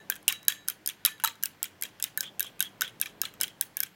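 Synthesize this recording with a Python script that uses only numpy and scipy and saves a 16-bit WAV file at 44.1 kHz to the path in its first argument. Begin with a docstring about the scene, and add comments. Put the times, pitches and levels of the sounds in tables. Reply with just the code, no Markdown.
"""A quiet kitchen: a steel fork beats an egg in a small hand-held glass bowl, about five strokes a second.
Each stroke lands as a few tine contacts: a bright tick of decaying modes plus a noise crack, a short knock
of the egg-damped wall and bottom, sometimes a free ring of the rim in beating sines. Wet tines patter on as
random clicks into resonators; some scrape, some strokes thud. A noise tail answers as the room, over faint
hum, hiss and tones."""
import sys
import numpy as np
from scipy import signal
from scipy.io import wavfile

SR = 44100
rng = np.random.default_rng(int(sys.argv[2]) if len(sys.argv) > 2 else 0)


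def unload_audio(sound):
    """Save the sound as a 16-bit wav file, at the path given as the first command line argument."""
    columns = np.transpose(np.atleast_2d(sound))
    # keep every value between -1 and 1, then stretch to whole-number steps
    steps = np.round(np.clip(columns, -1, 1) * 32767)
    wavfile.write(sys.argv[1], SR, steps.astype(np.int16))


N = 174195

# Tine contacts, shared by ticks, knocks and patter. Each row: start in seconds, tick level in dB,
# wall level in dB, wall pitch in Hz, bottom level in dB, bottom pitch in Hz.
TINE_CONTACTS = [(0.0997, -13, -33, 2430, -23, 1596), (0.1219, -39, -31.5, 3210, -33, 1690),
                 (0.156, -37, -48, 3230, -42.5, 1560), (0.162, -37.5, -47, 2530, -45, 1550),
                 (0.2284, -47.5, -72, 2160, -55, 800), (0.2799, -7.5, -14.5, 2790, -58.5, 1800),
                 (0.2874, -15, -55.5, 3760, -41, 1560), (0.31, -52, -43, 2730, -37, 1090),
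                 (0.322, -33.5, -32, 2160, -40, 1810), (0.3246, -22, -32, 2260, -40, 1690),
                 (0.4296, -44, -58, 3800, -59.5, 1150), (0.4507, -46, -66, 2670, -63, 1130),
                 (0.4821, -4.5, -19, 3920, -25, 1670), (0.4955, -46.5, -46, 3900, -31.5, 1730),
                 (0.5022, -32, -53, 3160, -33.5, 1870), (0.5225, -32, -31, 3360, -36.5, 1800),
                 (0.6779, -35, -48.5, 2880, -51.5, 1350), (0.6843, -13.5, -33.5, 3890, -32, 1480),
                 (0.6994, -21.5, -32.5, 3180, -44, 1366), (0.861, -20, -43, 3190, -60.5, 1410),
                 (0.8746, -15, -36, 4930, -37.5, 1700), (0.889, -24.5, -29.5, 3440, -42.5, 1770),
                 (0.898, -31.5, -36.5, 2710, -58, 1910), (1.0506, -8.5, -19.5, 3890, -32.5, 1410),
                 (1.0605, -9, -27, 3820, -58, 1710), (1.0767, -40, -27.5, 2485, -40.5, 1015),
                 (1.0854, -48, -50, 3250, -58, 1740), (1.18, -57, -52, 3820, -61, 1640),
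                 (1.1995, -40, -42, 2780, -39.5, 1465), (1.22, -55, -58.5, 3800, -53, 1504),
                 (1.2382, -14.5, -30.5, 2820, -18, 920), (1.2438, -24.5, -22.5, 3955, -33, 920),
                 (1.2472, -12.5, -36, 2760, -19.5, 1315), (1.258, -25, -28.5, 3070, -44, 1420),
                 (1.2745, -23, -26, 4150, -36, 1150), (1.355, -50.5, -52, 3800, -60, 1220),
                 (1.427, -30.5, -41.5, 4150, -49, 1410), (1.4354, -13, -31.5, 2890, -30.5, 1627),
                 (1.4569, -19, -34.5, 2600, -47, 1410), (1.629, -15, -36, 3210, -42.5, 1370),
                 (1.6418, -26.5, -34.5, 2360, -41.5, 2080), (1.6523, -41, -38.5, 3250, -51, 1370),
                 (1.812, -33, -64, 3770, -56, 970), (1.823, -18.5, -33, 2110, -31.5, 1550),
                 (1.8354, -22.5, -30, 2384, -47, 1584), (1.8524, -42, -36, 3250, -44.5, 1770),
                 (1.9996, -33.5, -43.5, 2620, -43, 1603), (2.0252, -16, -35.5, 3560, -44.5, 2040),
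                 (2.04, -16, -27, 3650, -58.5, 2020), (2.1748, -15.5, -37, 2130, -22, 1730),
                 (2.207, -15, -38, 3830, -28.5, 1555), (2.2291, -34.5, -31.5, 3250, -47.5, 1690),
                 (2.3954, -18, -32.5, 2650, -41, 1810), (2.4056, -14.5, -29, 3720, -28.5, 1607),
                 (2.4278, -24.5, -31.5, 3250, -48, 1736), (2.4447, -43, -39, 3310, -44, 1125),
                 (2.4665, -41, -37.5, 3360, -62, 1630), (2.5938, -37.5, -42, 2520, -68, 1200),
                 (2.6049, -12, -21.5, 3740, -26, 1548), (2.6256, -18, -27.5, 3160, -34.5, 1730),
                 (2.8097, -17, -27, 3210, -38, 1550), (2.811, -34, -33, 2730, -30.5, 1333),
                 (2.8187, -16.5, -23, 3710, -20.5, 1492), (2.8463, -49, -35, 3220, -38.5, 1553),
                 (2.8782, -42, -36.5, 3380, -66, 1520), (3, -32.5, -45.5, 3650, -55, 1576),
                 (3.0138, -12, -33.5, 3740, -30, 1620), (3.025, -37.5, -29, 2620, -53, 1500),
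                 (3.0584, -35.5, -29, 2390, -35.5, 1800), (3.216, -12, -33, 2720, -33.5, 1646),
                 (3.2345, -39, -35, 3700, -32.5, 1310), (3.253, -41, -28.5, 4070, -52, 1780),
                 (3.339, -44, -52, 2570, -53, 1260), (3.4027, -40, -36, 3880, -49.5, 1486),
                 (3.4118, -11.5, -42, 4020, -31, 1533), (3.418, -27.5, -29.5, 3000, -43.5, 1480),
                 (3.4332, -16, -25.5, 3230, -44, 2060), (3.48, -37.5, -39.5, 3370, -46, 2020),
                 (3.6108, -11, -35.5, 3530, -33, 1630), (3.6229, -33, -37, 3310, -41.5, 1950),
                 (3.7692, -18, -39, 2300, -35, 1700), (3.7899, -43.5, -46, 3710, -47, 1790),
                 (3.8035, -13.5, -37, 2130, -32.5, 1650), (3.83, -29, -33, 2310, -34.5, 1727),
                 (3.8338, -18, -35, 3380, -37, 1586)]
# Bright modes of tines and glass. Each row: frequency in Hz, level in dB relative to the other modes.
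TICK_PARTIALS = [(5300, -13), (6410, -13), (7590, -13), (8910, -11.5), (9990, -15), (11400, -4.5),
                 (12600, -8.5), (13700, -10.5), (15500, -16.5)]
TICK_T60_S, TICK_RISE_S = 0.007, 0.00015
TICK_DETUNE_RATIO, TICK_SPREAD_DB = 0.02, 4
CRACK_DECAY_S, CRACK_DB = 0.0012, -6
TICK_HIGHPASS_HZ = 4800


def ticks():
    """Bright modes start together, strength and pitch shifting with the spot hit; a short crack joins in."""
    start_s, tick_db = np.transpose(TINE_CONTACTS)[:2]
    t = np.arange(3000) / SR
    hz, level_db = np.transpose(TICK_PARTIALS)
    luck = rng.standard_normal((len(start_s), len(t) + 2 * len(hz)))
    hiss = luck[:, :len(t)]
    strength, detune = np.split(luck[:, len(t):, None], 2, axis=1)
    mode_hz = hz[:, None] * (1 + TICK_DETUNE_RATIO * detune)
    modes = amp(level_db[:, None] + TICK_SPREAD_DB * strength) * np.sin(2 * np.pi * mode_hz * t)
    crack = amp(CRACK_DB) * hiss * np.exp(-t / CRACK_DECAY_S)
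    tick = amp(-60 * t / TICK_T60_S) * modes.sum(axis=1) + crack
    tick = tick * (1 - np.exp(-t / TICK_RISE_S))
    tick = signal.sosfilt(signal.butter(4, TICK_HIGHPASS_HZ, "high", fs=SR, output="sos"), tick)
    # equal energy per tick before its level: 40 samples' worth of unit power
    unit_tick = tick / np.sqrt(np.sum(tick ** 2, axis=1, keepdims=True) / 40)
    return lay(start_s, amp(tick_db[:, None]) * unit_tick)


# Egg-damped bowl modes stirred by every knock.
# Each row: frequency in Hz, level in dB relative to the knock, T60 in seconds.
DAMPED_MODES = [(920, -30, 0.033), (1315, -26, 0.017), (1539, -14, 0.073), (1730, -5, 0.016),
                (2320, -15, 0.026), (2720, -11.5, 0.014), (3250, -5, 0.023), (3880, -11.5, 0.045)]
BOWL_SPLIT_HZ = 2000  # modes above follow the wall level, the rest the bottom level
WALL_T60_S, BOTTOM_T60_S = 0.031, 0.04
WALL_RISE_S, BOTTOM_RISE_S = 0.00018, 0.00028


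def knocks():
    """Wall and bottom knock at a pitch set by how the egg lies, and stir the other damped modes."""
    start_s, _, wall_db, wall_hz, bottom_db, bottom_hz = np.transpose(TINE_CONTACTS)
    out, t = np.zeros(N), np.arange(4000) / SR
    parts = ((wall_db, wall_hz, WALL_T60_S, WALL_RISE_S),
             (bottom_db, bottom_hz, BOTTOM_T60_S, BOTTOM_RISE_S))
    for db, hz, t60_s, rise_s in parts:
        tone = amp(db[:, None] - 60 * t / t60_s) * np.sin(2 * np.pi * hz[:, None] * t)
        out += lay(start_s, tone * (1 - np.exp(-t / rise_s)))
    luck = rng.standard_normal((len(start_s), len(DAMPED_MODES)))
    for k, (hz, level_db, t60_s) in enumerate(DAMPED_MODES):
        db = wall_db if hz > BOWL_SPLIT_HZ else bottom_db
        sign, spread = np.sign(luck[:, k]), amp(3 * luck[:, k - 1])
        push = clicks_at(start_s, amp(db + level_db) * sign * spread)
        # subtracting a fast-dying copy softens the onset
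        out += ring(push, hz, t60_s) - ring(push, hz, WALL_RISE_S * np.log(1000))
    return out


# Blows above the egg. Each row: start in seconds, level in dB of each of the four free modes in turn,
# level in dB of each shimmer mode, time in seconds until egg washes over the rim.
RIM_STRIKES = [(.001, -53, -62, -72, -71, -80, 0.05), (.289, -46, -37, -52, -64, -70, 0.18),
               (0.481, -40, -41, -46, -56, -52, 0.19), (1.059, -40, -50, -52, -44, -62, 0.11),
               (1.245, -60, -38, -52, -56, -60, 0.06), (2.176, -58, -48, -52, -56, -62, 0.04)]
# Free rim modes. Each row: frequency in Hz, T60 in seconds.
FREE_RIM_MODES = [(1753, .4), (3876, .45), (6510, .35), (9760, .18)]
RIM_WASH_DECAY_S = 0.018
TWIN_OFFSET_HZ, TWIN_DB = 14, -10  # offset is scaled by 0.5 to 1.5 per blow
SHIMMER_HZ, SHIMMER_T60_S = (6440, 7700), 0.24  # T60 is scaled by 0.5 to 1.5 per mode


def rim():
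    """Clean blows ring the free glass: each mode beats with a weaker twin, a crowd of weak modes shimmers."""
    start_s, *mode_db, shimmer_db, free_s = np.transpose(RIM_STRIKES)[:, :, None]
    t = np.arange(SR // 3) / SR
    luck = rng.random((len(start_s), 3, 20, 1))
    tones = 0
    for k, (hz, t60_s) in enumerate(FREE_RIM_MODES):
        twin_hz = hz + TWIN_OFFSET_HZ * (0.5 + luck[:, 0, k])
        twin = amp(TWIN_DB) * np.sin(2 * np.pi * (twin_hz * t + luck[:, 1, k]))
        pair = np.sin(2 * np.pi * hz * t) + twin
        tones = tones + amp(mode_db[k] - 60 * t / t60_s) * pair
    crowd_hz = SHIMMER_HZ[0] + np.ptp(SHIMMER_HZ) * luck[:, 2]
    crowd_t60_s = SHIMMER_T60_S * (0.5 + luck[:, 0])
    crowd = amp(-60 * t / crowd_t60_s) * np.sin(2 * np.pi * (crowd_hz * t + luck[:, 1]))
    tones = tones + amp(shimmer_db) * crowd.sum(axis=1)
    wash = np.exp(-np.maximum(t - free_s, 0) / RIM_WASH_DECAY_S)
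    return lay(start_s[:, 0], tones * wash)


# Patter spectrum. Each row: frequency in Hz, level in dB.
PATTER_COLOUR = [(1100, -15.5), (1600, -3), (2200, 0), (2850, 5.5), (3280, 10), (3700, 2.5), (4400, -4),
                 (7000, 6.5), (16000, -4.5)]
PATTER_PER_S, PATTER_T60_S = 4000, 0.14
PATTER_DB = -20.5  # relative to the wall level of the contact that starts it
PATTER_UNEVEN_DB, PATTER_CLUMP_DB = 3.03, 3


def patter():
    """Small wet contacts, random clicks dealt to short resonators, die away after every landing."""
    start_s, _, wall_db = np.transpose(TINE_CONTACTS)[:3]
    power_decay = amp(-120 / (PATTER_T60_S * SR))  # 60 dB of power per T60
    power = signal.lfilter([1], [1, -power_decay], clicks_at(start_s, amp(2 * wall_db)))
    sizes = amp(PATTER_UNEVEN_DB * np.minimum(rng.exponential(1, N), 4)) * rng.choice([-1, 1], N)
    hits = rng.random(N) < PATTER_PER_S / SR
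    grains = np.sqrt(power) * sizes * hits * amp(PATTER_CLUMP_DB * drift(90))
    dealt, pitches_hz = rng.integers(0, 36, N), np.geomspace(1100, 15500, 36)
    out = np.zeros(N)
    for k, hz in enumerate(pitches_hz):
        out += amp(at_hz(PATTER_COLOUR, hz)) * ring(grains * (dealt == k), hz, 53.7 / hz)
    return amp(PATTER_DB) * out


# Wet tines dragged along the wall. Each row: start in seconds, length in seconds, slip level in dB.
TINE_SCRAPES = [(2.222, 0.076, -48), (2.43, 0.056, -52), (2.63, 0.052, -48.5), (2.84, 0.047, -51.5)]
SLIPS_PER_S, SCRAPE_HZ, SCRAPE_T60_S = 900, (3200, 3300, 3480), 0.03


def scrapes():
    """Dense random slips, swelling and fading over each drag, stir the wall modes near 3.3 kHz."""
    t = np.arange(N) / SR
    stroke = np.zeros(N)
    for start_s, length_s, db in TINE_SCRAPES:
        stroke += amp(db) * np.sin(np.pi * np.clip((t - start_s) / length_s, 0, 1))
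    out = np.zeros(N)
    for hz in SCRAPE_HZ:
        slips = stroke * rng.standard_normal(N) * (rng.random(N) < SLIPS_PER_S / SR)
        out += ring(slips, hz, SCRAPE_T60_S)
    return out


# Dull thuds of egg and hand. Each row: start in seconds, noise level in dB before the envelope.
DULL_THUDS = [(.482, -61), (1.272, -51), (1.83, -49.5), (2.819, -48.5), (3.233, -51), (3.395, -44.5)]
THUD_BAND_HZ, THUD_DECAY_S = (173.2, 740), 0.019


def thuds():
    """Egg and hand give short puffs of low band-passed noise under some strokes."""
    start_s, db = np.transpose(DULL_THUDS)
    t = np.arange(4000) / SR
    band = signal.butter(2, THUD_BAND_HZ, "band", fs=SR, output="sos")
    puff = signal.sosfilt(band, rng.standard_normal((len(start_s), len(t))))
    envelope = np.sqrt(t / THUD_DECAY_S) * np.exp(-t / THUD_DECAY_S)
    return lay(start_s, amp(db[:, None]) * puff / puff.std() * envelope)


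# Room decay. Each row: frequency in Hz, T60 in seconds.
ROOM_DECAY = [(700, 0.34), (2100, 0.31), (5500, 0.22), (14000, 0.15)]
ROOM_DB, ROOM_FADE_IN_S = -16.5, 0.0014


def kitchen(x):
    """The room answers with a noise tail that dies band by band."""
    t = np.arange(SR // 2) / SR
    white = rng.standard_normal(len(t))
    tail = np.zeros(len(t))
    for hz, sos in bands(300, 17000, count=10):
        tail += signal.sosfilt(sos, white) * amp(-60 * t / at_hz(ROOM_DECAY, hz))
    tail = tail * np.clip(t / ROOM_FADE_IN_S, 0, 1)
    unit_tail = tail / np.sqrt(np.sum(tail ** 2))
    return amp(ROOM_DB) * signal.fftconvolve(x, unit_tail)[:N]


# Low background level. Each row: time in seconds, level in dB.
HUM_LEVEL = [(0, -58), (0.501, -62), (1.3, -63.5), (2.3, -59), (3.4, -57.5), (3.95, -64)]
# Low background spectrum. Each row: frequency in Hz, relative density in dB per Hz.
HUM_SPECTRUM = [(45, -8.5), (70, -26), (100, -6.5), (130, -3), (200, -2.5), (240, -7), (300, -5), (600, -9),
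                (1000, -11.5)]
PATCHY_DB = 1.2  # band flicker, hum and hiss


def hum():
    """Low noise shaped by band, its level following a slow curve."""
    level_db = np.interp(np.arange(N) / SR, *np.transpose(HUM_LEVEL))
    return amp(level_db) * noise(HUM_SPECTRUM, 37.6, 1097, PATCHY_DB)


# Hiss spectrum. Each row: frequency in Hz, relative density in dB per Hz.
HISS_SPECTRUM = [(700, -14), (1500, 2), (3000, -4.5), (5000, -10.5), (9000, -17.5), (16000, -16)]
HISS_DB = -62.5


def hiss():
    """Steady-level noise shaped by band, each band flickering."""
    return amp(HISS_DB) * noise(HISS_SPECTRUM, 800, 16000, PATCHY_DB)


# Wavering lines in the hum. Each row: centre frequency in Hz, centre level in dB.
HUM_LINES = [(100, -71.5), (200, -70.5), (300, -71.5)]
# Faint passing tones. Each row: start in seconds, length in seconds, first Hz, last Hz, level in dB.
GLIDING_TONES = [(2.12, .24, 560, 545, -65), (2.5, .3, 1170, 1230, -70), (3.07, .14, 420, 415, -65)]


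def background_tones():
    """Sines with drifting pitch and level form the hum lines; brief sines glide, swell and fade."""
    t = np.arange(N) / SR
    out = np.zeros(N)
    for hz, db in HUM_LINES:
        level = amp(db + 3 * drift(12))
        out += level * np.sin(2 * np.pi * np.cumsum(hz + 5 * drift(9)) / SR)
    for start_s, length_s, from_hz, to_hz, db in GLIDING_TONES:
        part = np.clip((t - start_s) / length_s, 0, 1)
        level = amp(db + 2 * drift(30)) * np.sin(np.pi * part)
        glide_hz = from_hz + (to_hz - from_hz) * part
        out += level * np.sin(2 * np.pi * np.cumsum(glide_hz) / SR)
    return out


def amp(db):
    """dB to gain."""
    return 10 ** (np.asarray(db) / 20)


def at_hz(points, hz):
    """Interpolate a (Hz, value) table on a log-frequency axis."""
    table_hz, values = np.transpose(points)
    return np.interp(np.log(hz), np.log(table_hz), values)


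def ring(clicks, hz, t60_s):
    """Two-pole resonator: a unit click starts a decaying sine of initial height 1."""
    radius, w = amp(-60 / (t60_s * SR)), 2 * np.pi * hz / SR
    poles = [1, -2 * radius * np.cos(w), radius * radius]
    return signal.lfilter([0, np.sin(w)], poles, clicks + 1e-18)  # offset avoids denormals


def clicks_at(start_s, gain):
    """Single-sample clicks at the given times."""
    out = np.zeros(N)
    np.add.at(out, (np.asarray(start_s) * SR).astype(int), gain)
    return out


def lay(start_s, shapes):
    """Add one short shape at each time."""
    out = np.zeros(N + shapes.shape[1])
    index = (start_s * SR).astype(int)[:, None] + np.arange(shapes.shape[1])
    np.add.at(out, index, shapes)
    return out[:N]


def drift(rate_hz):
    """Random knots of spread 1, rate_hz per second, joined by straight lines."""
    knots = rng.standard_normal(400)
    return np.interp(np.arange(N) * rate_hz / SR, np.arange(len(knots)), knots)


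def bands(low_hz, high_hz, count):
    """Neighbouring band-passes, log-spaced, each with its centre in Hz."""
    edges = np.geomspace(low_hz, high_hz, count + 1)
    return [(np.sqrt(a * b), signal.butter(2, [a, b], "band", fs=SR, output="sos"))
            for a, b in zip(edges, edges[1:])]


def noise(spectrum, low_hz, high_hz, patchy_db):
    """Bands of noise, each flickering a little; scaled to rms 1."""
    white = rng.standard_normal((2, N))
    out = np.zeros(N)
    for k, (hz, sos) in enumerate(bands(low_hz, high_hz, count=16)):
        gain = amp(at_hz(spectrum, hz) + patchy_db * drift(8))
        out += gain * signal.sosfilt(sos, white[k % 2])  # neighbours use separate noise
    return out / out.std()


RADIATES_ABOVE_HZ = 845


def scene():
    """Bowl, room and background; so small a bowl sends out no bass."""
    bowl = ticks() + knocks() + rim() + patter() + scrapes()
    bowl = signal.sosfilt(signal.butter(4, RADIATES_ABOVE_HZ, "high", fs=SR, output="sos"), bowl)
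    return (bowl + thuds() + kitchen(bowl) + hum() + hiss() + background_tones())[None]


OVERLOAD, CUTOFF_HZ = 1.0, 17000


def record(dry):
    """The highest peaks are rounded by tanh, the top is cut by a steep low-pass."""
    rounded = OVERLOAD * np.tanh(dry / OVERLOAD)
    return signal.sosfilt(signal.cheby2(16, 70, CUTOFF_HZ, fs=SR, output="sos"), rounded)


dry = scene()
out = record(dry)
unload_audio(out)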